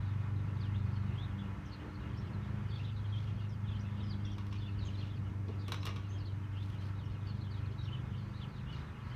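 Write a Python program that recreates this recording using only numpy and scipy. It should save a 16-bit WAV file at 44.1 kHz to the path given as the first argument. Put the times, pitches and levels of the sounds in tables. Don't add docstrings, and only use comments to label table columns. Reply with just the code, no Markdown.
import sys
import numpy as np
from scipy import signal
from scipy.fft import rfft, irfft, next_fast_len
from scipy.io import wavfile

SR = 44100
rng = np.random.default_rng(int(sys.argv[2]) if len(sys.argv) > 2 else 0)


def transcribe(signal):
    frames = np.atleast_2d(signal).T
    limited = np.clip(frames, -1, 1)
    pcm = np.round(limited * 32767).astype(np.int16)
    wavfile.write(sys.argv[1], SR, pcm)


N = 403515
T = np.arange(N) / SR


def amp(db):
    return 10 ** (np.asarray(db) / 20)


def unit(x):
    return x / np.sqrt(np.mean(x ** 2) + 1e-20)


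def curves(table):
    s, *columns = np.transpose(table)
    return [np.interp(T, s, column) for column in columns]


def add(out, s, x):
    i = max(int(s * SR), 0)
    out[i:i + len(x)] += x[:max(N - i, 0)]


def colour(x, points):
    hz, db = np.transpose(points)
    size = next_fast_len(len(x))
    f = np.fft.rfftfreq(size, 1 / SR) + 1
    gain = amp(np.interp(np.log(f), np.log(hz), db))
    gain = gain * np.minimum(f / hz[0], 1) ** 2 * np.minimum(hz[-1] / f, 1) ** 2
    return irfft(rfft(x, size) * gain, size)[:len(x)]


def noise(points, size=N):
    return unit(colour(rng.standard_normal(size), points))


def band(x, lo_hz, hi_hz):
    sos = signal.butter(2, [lo_hz, min(hi_hz, SR / 2 - 1)], "band", fs=SR, output="sos")
    return signal.sosfilt(sos, x)


def walk(rate, size=N):
    at = np.arange(size) * rate / SR
    count = int(at[-1]) + 2
    return np.interp(at, np.arange(count), rng.standard_normal(count)) * np.sqrt(3 / 2)


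def fade(t, t60):
    return np.exp(-np.log(1000) * t / t60)


def echoes(x, t60, wet_db, top_hz):
    t = T[:SR]
    tail = band(rng.standard_normal(SR), 160, top_hz) * fade(t, t60) * (1 - np.exp(-t / 0.001))
    return x + amp(wet_db) * signal.fftconvolve(x, tail / np.sqrt(np.sum(tail ** 2)))[:N]


def doorway(x, ripple_db=-15):
    t = T[:SR // 20]
    early = band(rng.standard_normal(len(t)), 620, 6100) * fade(t, 0.034) * (t > .002)
    return x + amp(ripple_db) * signal.fftconvolve(x, early / np.sqrt(np.sum(early ** 2)))[:N]


# [freq_hz, relative density_db per Hz]
RUMBLE_SPECTRUM = [(20, -16.5), (35, -19.5), (48, -1), (70, 3.5), (110, 1), (170, -3), (260, -15),
                   (400, -25), (800, -44)]
DRONE_SPECTRUM = [(240, -3), (350, 2), (480, -5.5), (620, -7), (900, -12.5)]
TYRE_SPECTRUM = [(400, -9.5), (620, -6.5), (780, -1.5), (980, 3.5), (1130, 3), (1330, 2.5), (1550, -0.5),
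                 (1950, -2.5), (2400, -6), (3500, -15), (5000, -25), (7500, -33)]
HISS_SPECTRUM = [(2000, 10.5), (4000, 3.5), (6200, 5.5), (7500, -1.5), (9500, -2), (10400, -8), (11500, -5),
                 (15000, -8)]
# [time_s, level_db]
RUMBLE_LEVEL = [(0, -45.5), (.8, -44.5), (1.7, -47.5), (2.05, -44), (2.7, -46), (5.2, -45.5), (6.3, -48),
                (7.1, -45), (9.15, -45.5)]
# [time_s, drone_db, tyres_db]
ROAD_LEVEL = [(0.0, -62.5, -57.5), (2.06, -59.5, -58), (3.74, -63.5, -60), (6.04, -62, -61.5),
              (6.52, -64, -61), (9.15, -62.5, -58)]


def outdoors():
    (rumble_db,) = curves(RUMBLE_LEVEL)
    drone_db, tyres_db = curves(ROAD_LEVEL)
    rumble = noise(RUMBLE_SPECTRUM) * amp(rumble_db + 1.36 * walk(9))
    drone = noise(DRONE_SPECTRUM) * amp(drone_db + 2.0 + 1.6 * walk(14))
    tyres = noise(TYRE_SPECTRUM) * amp(tyres_db + 0.62 + 1.2 * walk(11))
    hiss = amp(-74.5) * noise(HISS_SPECTRUM)
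    return rumble + drone + doorway(tyres + hiss)


# [time_s, cycle_rate_hz, firing_tone_db (order 4), throb_db (reference for its neighbours)]
ENGINE = [(0.0, 24.4, -38.5, -46), (0.74, 24.83, -37.5, -43), (0.89, 24.05, -37, -42),
          (1.07, 24.87, -39.5, -44), (1.53, 24.5, -43, -48), (1.63, 24.56, -62, -67),
          (2.11, 25.03, -44, -47), (3.08, 25.75, -39, -46), (4.13, 25.19, -39, -50.5),
          (4.28, 25.14, -41.5, -73), (4.94, 24.78, -39, -52), (6.45, 24.48, -40, -54.5),
          (7.77, 24.78, -42, -43), (8.95, 25.37, -58, -49.5), (9.15, 24.71, -51, -46)]
# [time_s, level_db]
OCTAVE_LEVEL = [(0.0, -81), (0.07, -57), (1.12, -47), (1.22, -60.5), (1.4, -44.5), (1.81, -57.5),
                (2.6, -46), (2.73, -61.5), (4.05, -47.5), (4.89, -55), (5.99, -53), (6.04, -64),
                (7.01, -57), (7.16, -80), (7.34, -51), (7.98, -62.5), (8.23, -50.5), (9.15, -64)]
TWELFTH_LEVEL = [(0.0, -59.5), (0.25, -65), (0.36, -56.5), (0.92, -62.5), (2.01, -55), (2.73, -76),
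                 (3.9, -71), (4.08, -58), (7.24, -61.5), (9.15, -76)]
# [order, level_db re throb_db]
THROB_ORDERS = [(3, -13), (5, -0.5), (6, -13)]
# [order, level_db]
SIDE_ORDERS = [(6, -61.5), (7, -78.5), (9, -64.5), (10, -72.5), (13, -77), (16, -72.5), (20, -75.5)]


def engine():
    cycle_hz, firing_db, throb_db = curves(ENGINE)
    (octave_db,), (twelfth_db,) = curves(OCTAVE_LEVEL), curves(TWELFTH_LEVEL)
    unsteady_hz = cycle_hz * (1 + 0.00354 * walk(14))
    angle = 2 * np.pi * np.cumsum(unsteady_hz) / SR
    lines = [(4, firing_db), (8, octave_db), (12, twelfth_db)]
    lines += [(order, throb_db + db) for order, db in THROB_ORDERS]
    lines += [(order, db + 1.4 * walk(3)) for order, db in SIDE_ORDERS]
    out = np.zeros(N)
    for order, db in lines:
        out += amp(db + 0.8 * walk(12)) * np.cos(order * angle + 0.3 * walk(5))
    return np.sqrt(2) * out


RASP_OCT, RASP_HZ = 0.0993, 602
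BROKEN_DB, BROKEN_RATE = 3, 155
PARTNER_OCT, PARTNER_DB = .16, -14


def whistle(length, mid_hz, glide_oct, db, swing_oct=0, swings=1, rasp=0.678):
    size = int(max(length, .01) * SR)
    along = np.linspace(-1, 1, size)
    glide = glide_oct / 2 * along
    swing = swing_oct * np.cos(np.pi * swings * along)
    flutter = RASP_OCT * rasp * walk(RASP_HZ, size)
    angle = 2 * np.pi * np.cumsum(mid_hz * 2 ** (glide + swing + flutter)) / SR

    def voice(ratio):
        return unit(amp(BROKEN_DB * walk(BROKEN_RATE, size))) * np.sin(ratio * angle)

    both = voice(1) + amp(PARTNER_DB) * voice(2 ** PARTNER_OCT)
    return amp(db) * signal.windows.tukey(size, .4) * both


TWITTER_HZ, TWITTER_SPREAD_OCT = 3635, 0.42
TWITTER_S = .06
TWITTER_GLIDE_OCT, TWITTER_GLIDE_SPREAD_OCT = -0.202, 0.219
TWITTER_DB_PER_OCT, TWITTER_SCATTER_DB = -14, 1


def twitter(s, within_s, db, count):
    out = np.zeros(N)
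    for late, pitch, long, glide, loud in rng.uniform(-1, 1, (count, 5)):
        octaves = TWITTER_SPREAD_OCT * pitch
        length = TWITTER_S * (1 + long / 2)
        glide_oct = TWITTER_GLIDE_OCT + TWITTER_GLIDE_SPREAD_OCT * glide
        note_db = db + TWITTER_DB_PER_OCT * octaves + TWITTER_SCATTER_DB * loud
        note = whistle(length, TWITTER_HZ * 2 ** octaves, glide_oct, note_db)
        add(out, s + within_s * late - length / 2, note)
    return out


STRAY_DB = -70.5
ANSWER_DB, ANSWER_WITHIN_S = -70, .08
# [start_s, length_s, middle_pitch_hz, glide_octaves, swing_octaves, swing_count, rasp (0-1), level_db]
NOTES = [(0, .099, 3860, -.22, .02, 1, .1, -70), (.6, .08, 3600, -1, -0.037, 1, .2, -59.5),
         (.742, 0.029, 3450, 0.21, 0, 1, 0.45, -56.5), (0.955, .029, 4330, 0.011, .02, 1, 0.24, -64),
         (1.168, .09, 3490, .3, 0.012, 1, 0.18, -54.5), (1.238, 0.033, 3600, -.35, 0, 1, .2, -59.5),
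         (1.385, 0.031, 3340, 0, .06, 1, .15, -56), (1.652, 0.044, 5600, -.2, 0, 1, .6, -67.5),
         (1.713, 0.048, 4200, -.3, .02, 1, 0.73, -58.5), (1.939, .03, 4400, -.05, 0, 1, .5, -63.5),
         (2.169, 0.041, 5444, .08, 0, 1, 0.23, -63), (2.326, .033, 4150, -0.2, 0, 1, .3, -66),
         (2.67, .12, 4520, -.08, .02, 2.5, 0.1, -65), (2.701, 0.099, 3460, -0.0057, .09, 2.3, 0.2, -55),
         (2.791, .029, 2750, .2, 0, 1, .4, -54), (2.82, .1, 3490, 0.054, .08, 1, .7, -58.5),
         (2.958, 0.041, 3760, -.34, .05, 1, 0.35, -63), (3.04, 0.029, 3200, -.1, .04, 1, 0.26, -59),
         (3.115, 0.089, 3230, 0.061, -.056, 1.3, 0.2, -53), (3.39, .03, 2903, -0.46, 0, 1, .7, -63),
         (3.484, 0.073, 5050, -0.37, 0.0062, 1, .3, -69), (3.66, .13, 3260, -.31, .06, 3, 0.63, -57.5),
         (3.79, .037, 5500, 0.12, 0, 1, .9, -65), (3.998, .06, 3352, -.55, 0.013, 1, .26, -59),
         (4.025, .075, 5080, -0.12, 0.0038, 1, 0.24, -65), (4.088, .066, 4100, -0.92, .05, 1, .25, -54.5),
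         (4.239, 0.083, 3314, 0.017, -.06, 1.4, 0.17, -57), (4.249, 0.022, 5670, 0.19, 0, 1, .2, -61),
         (4.31, .053, 3200, -.1, .05, 2, .3, -62), (4.312, 0.03, 5600, 0.044, 0, 1, .4, -65),
         (4.535, .047, 2690, -.26, .06, 2, .7, -61), (4.575, 0.033, 4380, -.05, .02, 1, .2, -62),
         (4.61, 0.071, 3480, 0, -.07, 1, 0.3, -57), (4.673, .025, 2840, -0.25, 0, 1, 0.27, -57),
         (4.783, .07, 4000, -0.41, -0.016, 2, .35, -57), (4.848, 0.038, 6450, 0, 0.036, 2, .4, -61.5),
         (4.858, 0.039, 3080, -.08, 0.037, 1, 0.34, -54), (4.937, .028, 3750, -.35, 0, 1, .4, -59),
         (4.969, 0.047, 4170, 0, -.02, 1, .4, -58), (5.005, 0.043, 2980, -.45, 0, 1, 0.63, -54.5),
         (5.09, .065, 3310, -0.25, 0.0036, 1, .7, -61.5), (5.59, .039, 4650, -0.16, 0.0057, 1, .37, -62.5),
         (5.634, .055, 3550, -.2, 0.019, 1, 0.35, -59.5), (5.8, 0.033, 5300, .25, 0, 1, .3, -63),
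         (6.083, 0.085, 6350, .06, .01, 2, .25, -66.5), (6.11, 0.073, 3270, -.03, 0.023, 2, 0, -63),
         (6.177, .069, 4565, -.5, -.017, 1, 0.42, -63), (6.249, 0.046, 4100, -0.25, 0, 1, .6, -59.5),
         (6.55, 0.094, 3250, 0.56, -0.025, 1, 0.56, -58), (6.78, .035, 4050, 0.11, 0, 1, .2, -64),
         (6.8, 0.048, 3200, 0, -.02, 1, .2, -65), (6.975, .085, 3300, -0.61, -.02, 2, 0.38, -64),
         (7.041, 0.028, 5500, -0.092, 0, 1, .2, -70), (7.265, 0.048, 4445, -0.091, .035, 1, .15, -56.5),
         (7.4, 0.089, 3646, -.5, -.055, 2, .8, -61.5), (7.495, .11, 3777, -0.75, .03, 3, 0.35, -60.5),
         (7.631, 0.029, 2520, -0.19, 0, 1, .3, -62), (7.657, 0.024, 3980, -.25, 0, 1, .3, -62),
         (7.775, 0.054, 3853, -0.022, -0.015, 1, 0.23, -56.5), (7.822, .05, 5500, .03, 0, 1, .3, -66.5),
         (7.845, 0.057, 3250, -0.78, -.06, 1, 0.5, -57), (7.914, .05, 3000, -.05, 0.034, 1, 0.1, -51.5),
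         (8.175, .03, 4550, -.1, 0.038, 1, .3, -68), (8.327, 0.094, 3900, 0.06, 0.078, 1, .5, -63),
         (8.41, .045, 3220, -0.43, .02, 1, .45, -53), (8.555, .07, 4150, -.45, 0, 1, .3, -66.5),
         (8.66, 0.099, 2880, .03, 0.051, 1, .12, -55.5), (8.713, .12, 3990, -.3, .06, 3, .5, -64),
         (9.098, .025, 4650, -.1, 0, 1, 0.29, -65), (9.104, .05, 3100, 0.087, 0, 1, 0.2, -61)]


def birds():
    out = twitter(T[-1] / 2, T[-1] / 2, STRAY_DB, count=130)
    for s, length, hz, glide_oct, swing_oct, swings, rasp, db in NOTES:
        add(out, s, whistle(length, hz, glide_oct, db, swing_oct, swings, rasp))
        out += twitter(s + length / 2, ANSWER_WITHIN_S, ANSWER_DB, count=2)
    return echoes(out, t60=.2, wet_db=-10, top_hz=9000)


RUSTLE_GRAIN_DB, RUSTLE_GRAIN_RATE = 2.5, 300
# [start_s, length_s, level_db, airy_top_db]
RUSTLES = [(2.733, 0.16, -67, -90), (3.117, .23, -65.5, -90), (4.385, .05, -69, -90),
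           (4.501, .085, -62.5, -89), (4.75, 0.4, -66, -92), (6.588, 0.2, -67.5, -81),
           (6.79, 0.12, -67, -81), (8.691, 0.16, -66, -92)]
# [freq_hz, relative density_db per Hz]
RUSTLE_SPECTRUM = [(1200, -14), (2400, 7.5), (3200, 6.5), (4500, -0.5), (6000, -5), (8000, -22.5),
                   (14000, -31)]


def rustles():
    out = np.zeros(N)
    for s, length, db, air_db in RUSTLES:
        size = int(max(length, .01) * SR)
        air = unit(band(rng.standard_normal(size), 5000, 13000))
        brush = amp(db) * noise(RUSTLE_SPECTRUM, size) + amp(air_db) * air
        grains = unit(amp(RUSTLE_GRAIN_DB * walk(RUSTLE_GRAIN_RATE, size)))
        add(out, s, brush * grains * signal.windows.tukey(size, .5))
    return doorway(out)


# [start_s, level_db]
BUMPS = [(5.482, -37), (5.682, -41.5), (5.721, -49), (5.855, -44.5)]
# [freq_hz, relative density_db per Hz]
THUD_SPECTRUM = [(160, -2), (230, 0), (340, -3), (470, -5), (600, -11), (800, -26)]


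def bump():
    out, t = np.zeros(N), T[:SR // 3]
    attack = 1 - np.exp(-t / .005)
    for s, db in BUMPS:
        add(out, s, amp(db) * noise(THUD_SPECTRUM, len(t)) * fade(t, t60=.14) * attack)
    return out


def modes(table, t, body_db=0):
    out = 0
    for (hz, db, t60), (strength, detune, phase) in zip(table, rng.standard_normal((len(table), 3))):
        weight_db = db + 1.5 * strength + body_db * (hz < 1800)
        cycles = hz * (1 + 0.0039 * detune) * t + phase
        out = out + amp(weight_db) * fade(t, t60) * np.sin(2 * np.pi * cycles)
    return out


BUZZ_DB, BUZZ_GRAIN_DB, BUZZ_RATE = -17.5, 6, 650
# [freq_hz, relative density_db per Hz]
CONTACT_SPECTRUM = [(300, 6), (560, 1.5), (740, -4), (1050, 10.5), (1900, -0.5), (2700, 4), (4000, 2),
                    (4800, -8), (5800, -3.5), (7000, -18), (10000, -28), (12000, -26), (15000, -39)]
# [multiple of its pitch, relative level_db, t60_s]
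CATCH_MODES = [(.68, -6, 0.013), (1, 0, .02)]
# [freq_hz, relative level_db, t60_s]
FRAME_MODES = [(456, 0, .2), (932, 0.5, .21), (1124, 7, .17), (1230, 5, .16), (1440, -3, .21),
               (2310, -2, 0.23), (2505, -4, .18), (2816, -4, .18), (3350, -5, 0.15), (3670, -8, .14),
               (5200, -7, .12), (5760, -11, .16)]


def blow(db, treble_db, clack_hz, clack_db, body_db):
    t = T[:SR // 4]
    grains = unit(amp(BUZZ_GRAIN_DB * walk(BUZZ_RATE, len(t))))
    crack_shape = fade(t, t60=.023) + amp(BUZZ_DB) * grains * fade(t, t60=0.28)
    crack = noise(CONTACT_SPECTRUM, len(t)) * crack_shape
    tick_shape = fade(t, t60=0.015) + amp(-18.5) * grains * fade(t, t60=.14)
    tick = unit(band(rng.standard_normal(len(t)), 5200, 14000)) * tick_shape
    clack = modes([(multiple * clack_hz, mode_db, t60) for multiple, mode_db, t60 in CATCH_MODES], t)
    ring = modes(FRAME_MODES, t, body_db)
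    mix = amp(-2.5) * crack + amp(treble_db + 2.5) * tick + amp(clack_db) * clack + amp(-20.5) * ring
    attack = 1 - np.exp(-t / .0007)
    return amp(db) * attack * mix


BODY_DB, BODY_SLOPE = -23, -0.55
# [start_s, blow_level_db, treble_db, clack_pitch_hz, clack_db]
CLACKS = [(4.382, -42.5, -23, 1200, -10), (4.466, -51, -17, 4000, -5), (4.526, -44, -29, 5398, -11),
          (5.483, -50.5, -32, 2700, -8), (5.681, -37, -17, 2551, -4), (5.72, -29.5, -17.5, 3930, 1),
          (5.743, -37.5, -25, 3040, -1), (5.83, -41, -25, 3970, 0), (5.853, -37, -15, 4150, -3),
          (5.865, -34.5, -17, 2830, -0.5), (5.871, -36, -30, 2810, 0), (5.891, -39.5, -32, 2100, -3),
          (5.96, -42, -28, 2660, -5), (5.966, -44.5, -33, 3897, -9)]


def latch(count=3):
    out = np.zeros(N)
    for s, db, treble_db, clack_hz, clack_db in CLACKS:
        body_db = BODY_DB + BODY_SLOPE * db
        add(out, s, blow(db, treble_db, clack_hz, clack_db, body_db))
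        bounce_db = min(db - 16, -47)
        for k, gap in enumerate(np.cumsum(rng.uniform(.003, .016, count))):
            add(out, s + gap, blow(bounce_db - 2 * k, treble_db, clack_hz, clack_db, body_db))
    return echoes(out, t60=0.39, wet_db=-12, top_hz=6500)


def scene():
    return (outdoors() + engine() + birds() + rustles() + bump() + latch())[None]


def record(dry):
    ease = np.minimum(T / .004, 1)
    top_cut = signal.ellip(10, .2, 80, 15260, fs=SR, output="sos")
    return signal.sosfilt(top_cut, dry * ease)


dry = scene()
out = record(dry)
transcribe(out)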